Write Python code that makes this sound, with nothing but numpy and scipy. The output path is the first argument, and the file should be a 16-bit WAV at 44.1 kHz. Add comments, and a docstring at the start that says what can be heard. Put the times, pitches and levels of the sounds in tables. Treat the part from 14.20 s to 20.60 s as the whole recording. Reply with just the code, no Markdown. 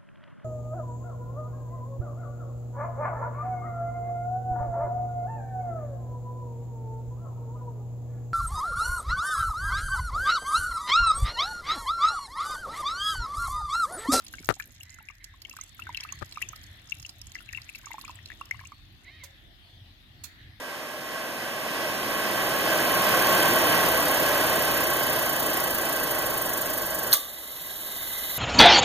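"""Broth dribbled into a clay pot

Outdoors, close to two microphone ports: thin broth dribbles from a steel bowl into a clay pot.
Drops splash as rising noise bands and trap bubbles that ring as dying sines; the bowl is clinked twice.
At the left port something snaps (gliding tones) and scrapes (noise ringing the casing).
Far off, crows caw (pulses, hoarse noise bands), small birds whistle (narrow noise) and an engine
throbs low (uneven firings through resonances) over the hiss of the yard (random spectra)."""
import sys
import numpy as np
from scipy import signal
from scipy.fft import rfft, irfft
from scipy.io import wavfile
from scipy.ndimage import uniform_filter1d

SR = 44100
rng = np.random.default_rng(int(sys.argv[2]) if len(sys.argv) > 2 else 0)


def voltage_ratio(decibels):
    """Convert decibels (scalar or array-like) to amplitude ratios, 20 dB per decade."""
    exponent = np.asarray(decibels, float) / 20
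    return 10 ** exponent


def unload_audio(sound):
    """Save the sound as a 16-bit wav file, at the path given as the first command line argument."""
    columns = np.transpose(np.atleast_2d(sound))
    # keep every value between -1 and 1, then stretch to whole-number steps
    steps = np.round(np.clip(columns, -1, 1) * 32767)
    wavfile.write(sys.argv[1], SR, steps.astype(np.int16))


N = 282240

# spectrum of the yard's hiss: (frequency [Hz], relative level [dB])
YARD_SPECTRUM = [(82, -47), (140, 0.5), (178, -8), (328, -7), (433, -21), (684, -12.5), (939, -18.5),
                 (1920, -18), (2430, -15), (3550, -7), (7380, -36), (14200, -31), (16000, -43)]
# likeness of the yard at the two ports, negative where opposed: (frequency [Hz], likeness [-1 to 1])
YARD_LIKENESS = [(60, 0.65), (180, 1), (550, 0.51), (1650, -0.27), (4970, -0.012), (15000, 0.12)]
# left-right tilt of the yard, before each port's share: (frequency [Hz], tilt [dB])
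YARD_TILT = [(60, -25), (130, 2), (290, 0), (640, 6.5), (1410, -1.5), (3100, 6), (6820, -0.5), (15000, -2)]
# slow swell of the yard, before weighting by frequency: (time [s], bass [dB], everything higher [dB])
BREEZE = [(0, 5, 3.5), (.8, -4.5, -5), (1.6, -1, 2), (2.4, 1, 3), (3.2, 0.5, 1.5), (4.0, 1, 3.5),
          (4.8, 4, 0.5), (5.6, -0.5, 1.5), (6.4, 3, 1.5)]
YARD_DB = -56.5  # ahead of the port tilt

# surges of the distant engine: (middle [s], level [dB])
ENGINE_SURGES = [(.12, -58.5), (.6, -57.5), (1.12, -62.5), (1.68, -54), (1.98, -49.5), (2.27, -54),
                 (2.48, -54), (2.75, -49), (3.05, -56.5), (3.35, -50.5), (3.65, -69), (4.0, -52),
                 (4.39, -52.5), (4.68, -57.5), (4.97, -57), (5.62, -51.5), (5.98, -56.5), (6.27, -50)]
SURGE_S, IDLE_DB = 0.46, -62.5
# soft low bumps of handling: (middle [s], length [s], level [dB])
HANDLING_BUMPS = [(.208, 0.0255, -48), (.48, 0.17, -59.5)]

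# caws of far crows: (middle [s], length [s], level [dB])
FAR_CAWS = [(.8, 1, -61.5), (1.08, 0.36, -62), (1.85, 1, -53), (2.45, 0.87, -59), (3.35, 0.67, -62),
            (3.75, 1, -66), (5.1, 0.9, -67.5), (6.2, 1, -61)]
# caws of the nearest crow: (start [s], length [s], pitch at the ends of a whole caw [Hz],
# pitch at its top [Hz], level before fade and yard echo [dB])
NEAR_CAWS = [(0.618, .26, 466, 507, -60.5), (0.998, 0.057, 399, 802, -59.5), (1.387, 0.048, 439, 678, -58),
             (4.832, 0.26, 394, 624, -50.5)]
# resonances of the crow's throat: (centre [Hz], width of each of two passes [Hz], level [dB])
CROW_THROAT = [(1080, 270, -25), (2090, 230, 1), (2550, 300, -13), (3100, 440, -14), (3850, 560, -12.5)]
CAW_S = 0.22  # a caw at least this long arches up and down; shorter ones break off on the way up
CAW_LEAN, CAW_POINT = 0.89, 1.3  # the arch tops a little before its middle and is narrow
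CAW_FADE_DB = -6  # per CAW_S
# a small bird's nearly level whistle: (start [s], length [s], level before yard echo [dB])
WHISTLES = [(1.41, .15, -64), (1.828, 0.21, -57), (2.374, 0.13, -62), (4.446, 0.19, -63),
            (5.354, 0.21, -64), (5.919, 0.25, -60)]
WHISTLE_HZ, WHISTLE_END_HZ = 4480, 4230
# another bird's falling chirp: (start [s], level before yard echo [dB])
CHIRPS = [(4.62, -67), (5.119, -59), (5.45, -60.5), (5.54, -62), (5.62, -60.5), (5.83, -70), (6.17, -55.5)]
CHIRP_S, CHIRP_HZ, CHIRP_END_HZ = 0.1, 3900, 2920

# clinks on the bowl, levels before echo: (time [s], mode level [dB], pitch factor [ratio],
# hiss level [dB], hiss t60 [s], hollow body tone level [dB])
CLINKS = [(5.037, -41.5, 1.06, -40.5, 0.064, -46.5), (6.038, -34, 1.0, -36.5, 0.078, -78)]
# modes of the steel bowl: (pitch before the clink's factor [Hz], level against the clink [dB], t60 [s])
BOWL_MODES = [(4245, -2, 0.09), (5900, -9, .05), (7110, 2, 0.03), (11000, -5, .03)]
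# contacts at the left port: (time [s], level [dB], rise [s], t60 [s], snap share [0 scrape to 1 snap])
CONTACTS = [(0.2897, 0.3, 0.00021, 0.002, 0.82), (0.2885, -14, 0.0016, 0.013, 0.2),
            (0.2955, -13, 0.004, 0.025, 0), (0.3035, -13, 0.002, 0.03, 0), (0.32, -33.5, 0.0024, 0.034, 0),
            (2.011, -38, 0.0012, 0.06, 0), (2.019, -25, 0.001, 0.02, 0), (2.0245, -23, 0.001, 0.02, 0)]
# resonances of the casing: (centre [Hz], width of each of two passes [Hz], relative level [dB])
CASING = [(118, 90, 1), (500, 1520, -4), (1260, 420, 7), (2800, 7900, -17), (8000, 7100, -40)]
SCRAPE_TOP_HZ = 6000  # treble edge of a scrape at 0 dB; softer ones are duller

# large bubbles trapped by drops: (time [s], level before echo [dB], starting pitch [Hz])
BUBBLES = [(0.138, -32, 1560), (0.184, -40, 2200), (0.367, -47.5, 760), (0.399, -27, 1690),
           (0.608, -43, 2800), (0.787, -41.5, 1400), (0.887, -35.5, 2435), (0.805, -51.5, 860),
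           (0.902, -45, 1146), (1.14, -49.5, 1084), (1.25, -34.5, 3000), (1.312, -43.5, 2650),
           (1.337, -46.5, 1080), (1.367, -37, 1500), (1.388, -39.5, 1227), (1.593, -35.5, 1340),
           (1.621, -37.5, 2700), (1.669, -32, 1510), (1.692, -32.5, 966), (1.747, -27.5, 2990),
           (1.774, -32, 2520), (1.802, -35.5, 3150), (1.85, -35.5, 1220), (1.832, -39, 2580),
           (1.89, -39, 2560), (1.923, -40.5, 1095), (2.158, -44, 2540), (2.173, -29, 1185),
           (2.217, -29.5, 1920), (2.225, -25.5, 2550), (2.332, -38, 1236), (2.721, -27.5, 2640),
           (2.849, -37.5, 2790), (3.154, -30.5, 1975), (3.186, -44.5, 2650), (3.205, -44, 1450),
           (3.29, -37, 2520), (3.333, -33, 1870), (3.348, -33.5, 2650), (3.374, -31.5, 2550),
           (3.491, -36, 2480), (3.549, -37.5, 2560), (3.643, -46, 1530), (3.669, -37, 1144),
           (3.706, -38.5, 920), (3.716, -35, 2030), (3.742, -34, 864), (3.782, -34.5, 1060),
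           (3.84, -41.5, 1074), (3.851, -39.5, 2410), (3.88, -40.5, 1200), (3.895, -35.5, 1002),
           (3.989, -42.5, 1850), (4.102, -34, 1730), (4.118, -37, 1890), (4.212, -31, 1116),
           (4.311, -24, 1990), (4.345, -45, 1070), (4.393, -38, 1680), (4.411, -45, 1030),
           (4.437, -46, 1077), (4.454, -42.5, 2490), (4.52, -38, 1152)]
# large splashes, levels before echo: (time [s], level [dB], nominal band centre [Hz], spray level [dB])
SPLASHES = [(0.0462, -38.5, 10100, -53.5), (0.0646, -33.5, 4530, -64), (0.1377, -42, 4300, -44),
            (0.2468, -57, 7650, -39.5), (0.399, -57.5, 7100, -37.5), (0.44, -44.5, 6060, -60),
            (0.555, -66.5, 7360, -62), (0.602, -43, 6820, -63), (0.632, -54.5, 10300, -36.5),
            (0.7014, -40.5, 6800, -66.5), (0.7424, -55, 10660, -47.5), (1.042, -40.5, 5870, -38.5),
            (1.2182, -43, 4530, -40.5), (1.296, -36, 6130, -39), (1.3662, -42, 8000, -44),
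            (1.4111, -32, 6350, -47), (1.4357, -31.5, 7700, -70), (1.5966, -50, 8100, -41.5),
            (1.7706, -29.5, 4540, -53), (1.806, -28.5, 5650, -63), (1.8364, -31, 4500, -39),
            (1.923, -30.5, 6680, -37.5), (2.1225, -33, 4170, -70), (2.205, -43.5, 9800, -50),
            (2.2202, -36, 6900, -32), (2.288, -28, 6300, -65), (2.3598, -38, 4550, -43),
            (2.798, -37, 5600, -47), (2.826, -36, 5440, -47), (2.8623, -33, 6000, -62),
            (2.8921, -32.5, 4900, -72), (3.0151, -36.5, 5200, -39), (3.0686, -36, 7300, -64),
            (3.147, -38, 5100, -57), (3.2232, -49, 10100, -67), (3.3281, -31.5, 4880, -38.5),
            (3.4177, -38, 4630, -70), (3.496, -39.5, 8200, -44), (3.5558, -33.5, 4560, -52),
            (3.587, -44, 13500, -47), (3.657, -33, 6300, -70), (3.7908, -44, 7900, -51),
            (3.8125, -33.5, 4470, -38), (3.848, -38, 7400, -65), (3.8784, -41, 4650, -64),
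            (3.9544, -42.5, 7750, -61), (4.0573, -37.5, 4400, -63), (4.255, -46, 5000, -44.5),
            (4.4708, -42, 7860, -51)]
# colour of spray noise: (frequency [Hz], relative level [dB])
SPRAY_SPECTRUM = [(900, -18.5), (3000, -5.5), (5000, 2.5), (7500, 2.5), (9000, -12.5), (12000, 1.5),
                  (15000, -10.5)]
# strength of the fine droplets, before each kind's own gain: (time [s], level [dB])
FLOW = [(0.0, -67), (0.28, -60.5), (1.07, -80), (1.43, -68.5), (2.12, -69.5), (2.49, -71), (2.94, -69),
        (3.74, -66.5), (4.65, -79), (6.4, -110)]
# left-right tilt of the pot at the two ports, before each port's share: (frequency [Hz], tilt [dB])
POT_TILT = [(60, -9), (110, -22), (200, -33), (380, -4), (700, -2), (1290, -3.5), (2380, 14.5),
            (4400, -7.5), (8120, -9), (15000, -1)]
SMALL_BUBBLE_DB, SMALL_SPLASH_DB = 17.5, 7.5  # loudest small drop over FLOW
SMALL_SPRAY_DB = -13.5  # spray against its own splash
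SMALL_SPREAD_DB, CLUSTER_S = 12, 0.07  # range of small drops; farthest from a large one, either way
SPRAY_BANDS = 7
PINCH_HZ = 2392  # bubbles that pinch off lean towards this pitch


def evened(x):
    """Scales to rms 1."""
    return x / np.sqrt(np.mean(x ** 2) + 1e-20)


def read(points, hz):
    """Reads a spectrum on a log frequency axis."""
    f, value = np.transpose(points)
    return np.interp(np.log(hz + 1), np.log(f + 1), value)


def add(mix, s, sound):
    """Mixes a sound in at time s."""
    part = mix[round(s * SR):][:len(sound)]
    part += sound[:len(part)]


def colour(x, points, share=1):
    """Filters by a share of a spectrum in dB."""
    return irfft(rfft(x) * voltage_ratio(share * read(points, np.fft.rfftfreq(N, 1 / SR))), N)


def resonate(x, hz, width, passes=1):
    """Each pass shifts the frequency or curve hz down to zero, smooths, and shifts back."""
    turn = np.exp(2j * np.pi * np.cumsum(hz * np.ones(len(x))) / SR)
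    r = np.exp(-np.pi * width / SR)
    for _ in range(passes):
        x = 2 * (turn * signal.lfilter([1 - r], [1, -r], x / turn)).real
    return x


def fading(rise, t60):
    """Soft start, exponential end, peak 1."""
    t60 = max(t60, 5e-4)
    t = np.arange(int(t60 * SR)) / SR
    shape = (1 - np.exp(-t / max(rise, 1e-4))) * voltage_ratio(-60 * t / t60)
    return shape / shape.max()


def dying_tone(hz, t60, climb, rise=0.00012):
    """A dying sine whose pitch moves by the fraction climb: a bubble's rises as it nears the surface."""
    shape = fading(rise, t60)
    pitch = hz * (1 + climb * np.linspace(0, 1, len(shape)))
    return shape * np.sin(2 * np.pi * np.cumsum(pitch) / SR)


def scattered(x, first_s, t60, count):
    """Two sets of sparse decaying echoes of random sign, energy 1."""
    taps = np.zeros((2, int((first_s + t60) * SR)))
    at = first_s + t60 * rng.random((2, count))
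    strength = rng.choice([-1., 1.], at.shape) * voltage_ratio(-60 * (at - first_s) / t60)
    np.put_along_axis(taps, (at * SR).astype(int) - 1, strength, 1)
    taps /= np.linalg.norm(taps, axis=1, keepdims=True)
    return signal.oaconvolve(x[None], taps, axes=1)[:, :N]


def swells(rows, rest_db):
    """Rounded humps over a resting level."""
    out = np.full(N, voltage_ratio(rest_db))
    for middle, length, db in rows:
        add(out, max(middle - length / 2, 0), voltage_ratio(db) * np.hanning(int(length * SR)) ** 2.7)
    return out


def yard():
    """Hiss from random short-time spectra with drifting patches; bass and the rest swell on their own."""
    frames, hz = N // 256 + 5, np.fft.rfftfreq(1024, 1 / SR)
    a, b, c, d, patches = rng.standard_normal((frames, 513, 5)).T
    patches = evened(uniform_filter1d(uniform_filter1d(patches, 12, 0), 14, 1))
    s, low_db, high_db = np.transpose(BREEZE)
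    t = np.arange(frames) * 256 / SR
    low = 1 / (1 + (hz[:, None] / 500) ** 2)
    breeze_db = low * np.interp(t, s, low_db) + (1.5 - low) * np.interp(t, s, high_db)
    same = np.clip(read(YARD_LIKENESS, hz), -1, 1)[:, None]
    left = a + 1j * b
    right = same * left + np.sqrt(1 - same ** 2) * (c + 1j * d)
    z = np.array([left, right]) * voltage_ratio(read(YARD_SPECTRUM, hz)[:, None] + 2.5 * patches + breeze_db)
    x = voltage_ratio(YARD_DB) * evened(signal.istft(z, nperseg=1024, noverlap=768)[1][:, :N])
    return np.array([colour(x[0], YARD_TILT, 0.21), colour(x[1], YARD_TILT, -1.5)])


def engine():
    """Uneven firings, about thirty a second, thump low resonances over a wavering drone, alike at both ports."""
    rate = 30 * (1 + 14.0 * uniform_filter1d(rng.standard_normal(N), 2000))
    firing = np.diff(np.floor(np.cumsum(rate) / SR), prepend=0) * voltage_ratio(1.03 * rng.standard_normal(N))
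    rumble = evened(resonate(rng.standard_normal(N), 92, 52))
    drive = evened(resonate(firing, 69.7, 100)) + 0.75 * rumble
    throb = evened(resonate(resonate(drive, 85.0, 77), 78.0, 73))
    drone = evened(resonate(rng.standard_normal(N), 40.6, 11.0, passes=2))
    surges = swells([(s, SURGE_S, db) for s, db in ENGINE_SURGES], IDLE_DB)
    return surges * throb + voltage_ratio(-61.5) * drone


def bumps():
    """Handling as short humps of low noise, alike at both ports."""
    return swells(HANDLING_BUMPS, -99) * evened(resonate(rng.standard_normal(N), 190, 260, passes=2))


def far_crows():
    """Distance blurs the caws to humps of a hoarse noise band, separate at each port."""
    caws = [evened(resonate(n, 1840, 760, passes=3)) for n in rng.standard_normal((2, N))]
    return swells(FAR_CAWS, -69.0) * np.array(caws)


def near_crow():
    """Jittered pulses of arching pitch pass through throat resonances and scatter in the yard."""
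    crow = np.zeros(N)
    for s, length, low_hz, top_hz, db in NEAR_CAWS:
        t = np.arange(0, length, 1 / SR)
        arch = np.abs(np.sin(np.pi * (t / max(length, CAW_S)) ** CAW_LEAN)) ** CAW_POINT
        jitter = 1 + 0.263 * uniform_filter1d(rng.standard_normal(len(t)), 100)
        turns = np.cumsum((low_hz + (top_hz - low_hz) * arch) * jitter) / SR
        folds = sum(np.cos(2 * np.pi * k * turns) for k in range(1, 10))
        throat = sum(voltage_ratio(d) * resonate(folds, f, w, passes=2) for f, w, d in CROW_THROAT)
        level = voltage_ratio(db + CAW_FADE_DB * t / CAW_S) * signal.windows.tukey(len(t), .4)
        add(crow, s, level * evened(throat))
    return (1.33 * crow + .5 * scattered(crow, 0.0063, 0.3, count=500)) * voltage_ratio([[-2], [2]])


def small_birds():
    """Whistles and chirps are noise narrowed around a falling pitch, scattered by the yard."""
    small = np.zeros(N)
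    notes = [(s, length, WHISTLE_HZ, WHISTLE_END_HZ, db) for s, length, db in WHISTLES]
    notes += [(s, CHIRP_S, CHIRP_HZ, CHIRP_END_HZ, db) for s, db in CHIRPS]
    for s, length, start_hz, end_hz, db in notes:
        glide = np.linspace(start_hz, end_hz, int(length * SR))
        width = 15 + 1.0 * abs(start_hz - end_hz)  # chirps, which fall further, are hoarser
        tone = evened(resonate(rng.standard_normal(len(glide)), glide, width, passes=2))
        add(small, s, voltage_ratio(db) * tone * np.hanning(len(glide)))
    return (0.55 * small + 0.64 * scattered(small, .005, 0.44, count=500)) * voltage_ratio([[-4], [3]])


def clinks():
    """Modes of the steel bowl, its hollow body tones and a bright hiss of the contact, with echoes."""
    tones, hiss = np.zeros(N), np.zeros(N)
    for s, db, factor, hiss_db, t60, body_db in CLINKS:
        for hz, mode_db, ring in BOWL_MODES:
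            add(tones, s, voltage_ratio(db + mode_db) * dying_tone(hz * factor, ring, 0))
        add(tones, s - .004, voltage_ratio(body_db) * dying_tone(560, 0.29, -0.12, 0.0012))
        add(tones, s - .004, voltage_ratio(body_db - 1) * dying_tone(1020, 0.039, -0.1, 0.0018))
        add(hiss, s - .002, voltage_ratio(hiss_db) * fading(0.0061, t60))
    bowl = tones + hiss * evened(colour(rng.standard_normal(N), SPRAY_SPECTRUM, 0.49))
    early = scattered(bowl, 0.00064, 0.0083, count=30)
    late = scattered(bowl, 0.003, 0.27, count=500)
    return (0.47 * bowl + 0.6 * early + voltage_ratio(-16.5) * late) * voltage_ratio([[-5], [3]])


def contacts():
    """A snap is a sharp pull and slower push with a tick and low thump; scraping noise rings the casing."""
    scrape, left, noise = np.zeros(N), np.zeros(N), rng.standard_normal(N)
    for s, db, rise, t60, snap in CONTACTS:
        shape = fading(rise, t60)
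        keep = np.exp(-2 * np.pi * SCRAPE_TOP_HZ * voltage_ratio(0.43 * db) / SR)
        grit = evened(signal.lfilter([1], [1, -keep], noise[round(s * SR):][:len(shape)]))
        add(scrape, s, voltage_ratio(db) * (1 - snap) * shape * grit)
        add(left, s, -voltage_ratio(db) * snap * dying_tone(1700, t60, -1.1, rise))  # pull and push
        add(left, s + 0.00045, -voltage_ratio(db - 6.5) * snap * dying_tone(12000, 0.00031, 0, .0001))  # tick
        add(left, s + 0.0001, voltage_ratio(db - 6.5) * snap * dying_tone(403, 0.0051, -0.99, 0.00033))  # thump
    left += sum(voltage_ratio(db - 4) * resonate(scrape, hz, width, passes=2) for hz, width, db in CASING)
    return left * voltage_ratio([[0], [-45]])


def small_drops(large, level_db, low_hz, high_hz, count):
    """Random drops near the large ones: rows of time, level after the flow, and pitch."""
    which, apart, size, pitch = rng.random((count, 4)).T
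    beside = np.transpose(large)[0][(which * len(large)).astype(int)]
    s = np.abs(beside + CLUSTER_S * (2 * apart - 1)) + .002
    db = np.interp(s, *np.transpose(FLOW)) + level_db - SMALL_SPREAD_DB * size
    return np.c_[s, db, low_hz * (high_hz / low_hz) ** pitch]


def throw(spray, s, db, shape):
    """Spray of one impact: bands from dull to bright in uneven shares."""
    for band, share in zip(spray, rng.random(SPRAY_BANDS)):
        add(band, s, voltage_ratio(db - 14 * share) * shape)


def bubbles(spray):
    """Trapped air rings as a climbing sine; quieter bubbles pinch off; the impact adds to the spray."""
    rings = np.zeros(N)
    for s, db, hz in np.r_[BUBBLES, small_drops(BUBBLES, SMALL_BUBBLE_DB, 1000, 2900, count=120)]:
        t60 = 0.021 * (2000 / hz) ** 0.8 * rng.uniform(0.8, 1.2)  # large bubbles ring longer
        add(rings, s, voltage_ratio(db) * dying_tone(hz, t60, 0.018 + 0.16 * rng.random(), 0.00027))
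        for near_hz in (hz, PINCH_HZ):
            later, weaker, higher = rng.random(3)
            pinched = dying_tone(near_hz * (.85 + .35 * higher), .018, .12, .001)
            add(rings, s + .012 * later, voltage_ratio(db - 9 - 10 * weaker) * pinched)
        throw(spray, s - .001, db - 16, fading(0.00026, 0.011))  # the impact that opens the cavity
    return rings


def splashes(spray):
    """A drop hitting the surface gives a short noise band of rising pitch, and adds to the spray."""
    out, noise = np.zeros(N), rng.standard_normal(N)
    drops = small_drops(SPLASHES, SMALL_SPLASH_DB, 3250, 11700, count=50)
    for s, db, hz, spray_db in np.r_[SPLASHES, np.c_[drops, drops[:, 1] + SMALL_SPRAY_DB]]:
        shape = fading(0.00047, 0.0079 + 0.016 * rng.random())
        rising = hz * np.linspace(.97, 1.15, num=len(shape))
        band = evened(resonate(noise[round(s * SR):][:len(shape)], rising, 436))
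        add(out, s, voltage_ratio(db - 5.0) * shape * band)
        throw(spray, s - .0005, spray_db, shape)
    return out


def fine_droplets(spray):
    """Random tiny bubbles plip as climbing sines; dry ticks, each with its own colour, join the spray."""
    flow = voltage_ratio(np.interp(np.arange(N) / SR, *np.transpose(FLOW)))
    size = voltage_ratio(5.5 * np.minimum(rng.exponential(1, (2, N)), 4))
    centre = rng.uniform(0, SPRAY_BANDS, N) - np.arange(SPRAY_BANDS)[:, None]
    ticks = size[0] * (rng.random(N) < 240 / SR) * np.exp(-(centre / 0.9) ** 2)  # 240 a second
    ticking = signal.oaconvolve(ticks, fading(0.00034, 0.0029)[None], axes=1)[:, :N]
    spray += voltage_ratio(3) * flow * evened(ticking)
    plips = size[1] * (rng.random(N) < 140 / SR)  # 140 a second
    kind, small = rng.integers(0, 12, N), np.zeros(N)
    for k, hz in enumerate(np.geomspace(1100, 3400, num=12)):
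        small += signal.oaconvolve(plips * (kind == k), dying_tone(hz, 35 / hz, 0.27, 0.00037))[:N]
    return voltage_ratio(-16.5) * flow * evened(small)


def pouring():
    """Bubbles, splashes, droplets and their spray noise, echoed by the wall of the pot."""
    spray = np.zeros((SPRAY_BANDS, N))  # envelope of each noise band
    wet = bubbles(spray) + splashes(spray) + fine_droplets(spray)
    air = evened(colour(rng.standard_normal(N), SPRAY_SPECTRUM))
    bands = [resonate(air, hz, 3000, passes=2) for hz in np.linspace(2200, 14500, num=SPRAY_BANDS)]
    direct = wet + (spray * bands).sum(0)
    early = voltage_ratio(-1.5) * scattered(direct, 0.00025, 0.0119, count=40)
    late = voltage_ratio(-16.5) * scattered(direct, 0.014, 0.23, count=400)
    left, right = direct + early + late
    right = np.roll(right, shift=4)  # reaches the right port four samples later
    return np.array([colour(left, POT_TILT, 0.75), colour(right, POT_TILT, -0.4)])


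def scene():
    """All sources at the two ports."""
    birds = far_crows() + near_crow() + small_birds()
    return yard() + engine() + bumps() + birds + clinks() + contacts() + pouring()


def low_pass(x):
    """Removes everything above the highest recorded frequency."""
    return signal.sosfilt(signal.butter(12, 16500, fs=SR, output="sos"), x)


def record(dry):
    """The microphone loses the deepest bass, below 32 Hz."""
    high_pass = signal.butter(N=2, Wn=32, btype="high", fs=SR, output="sos")
    return low_pass(signal.sosfilt(high_pass, dry))


dry = scene()
out = record(dry)
unload_audio(out)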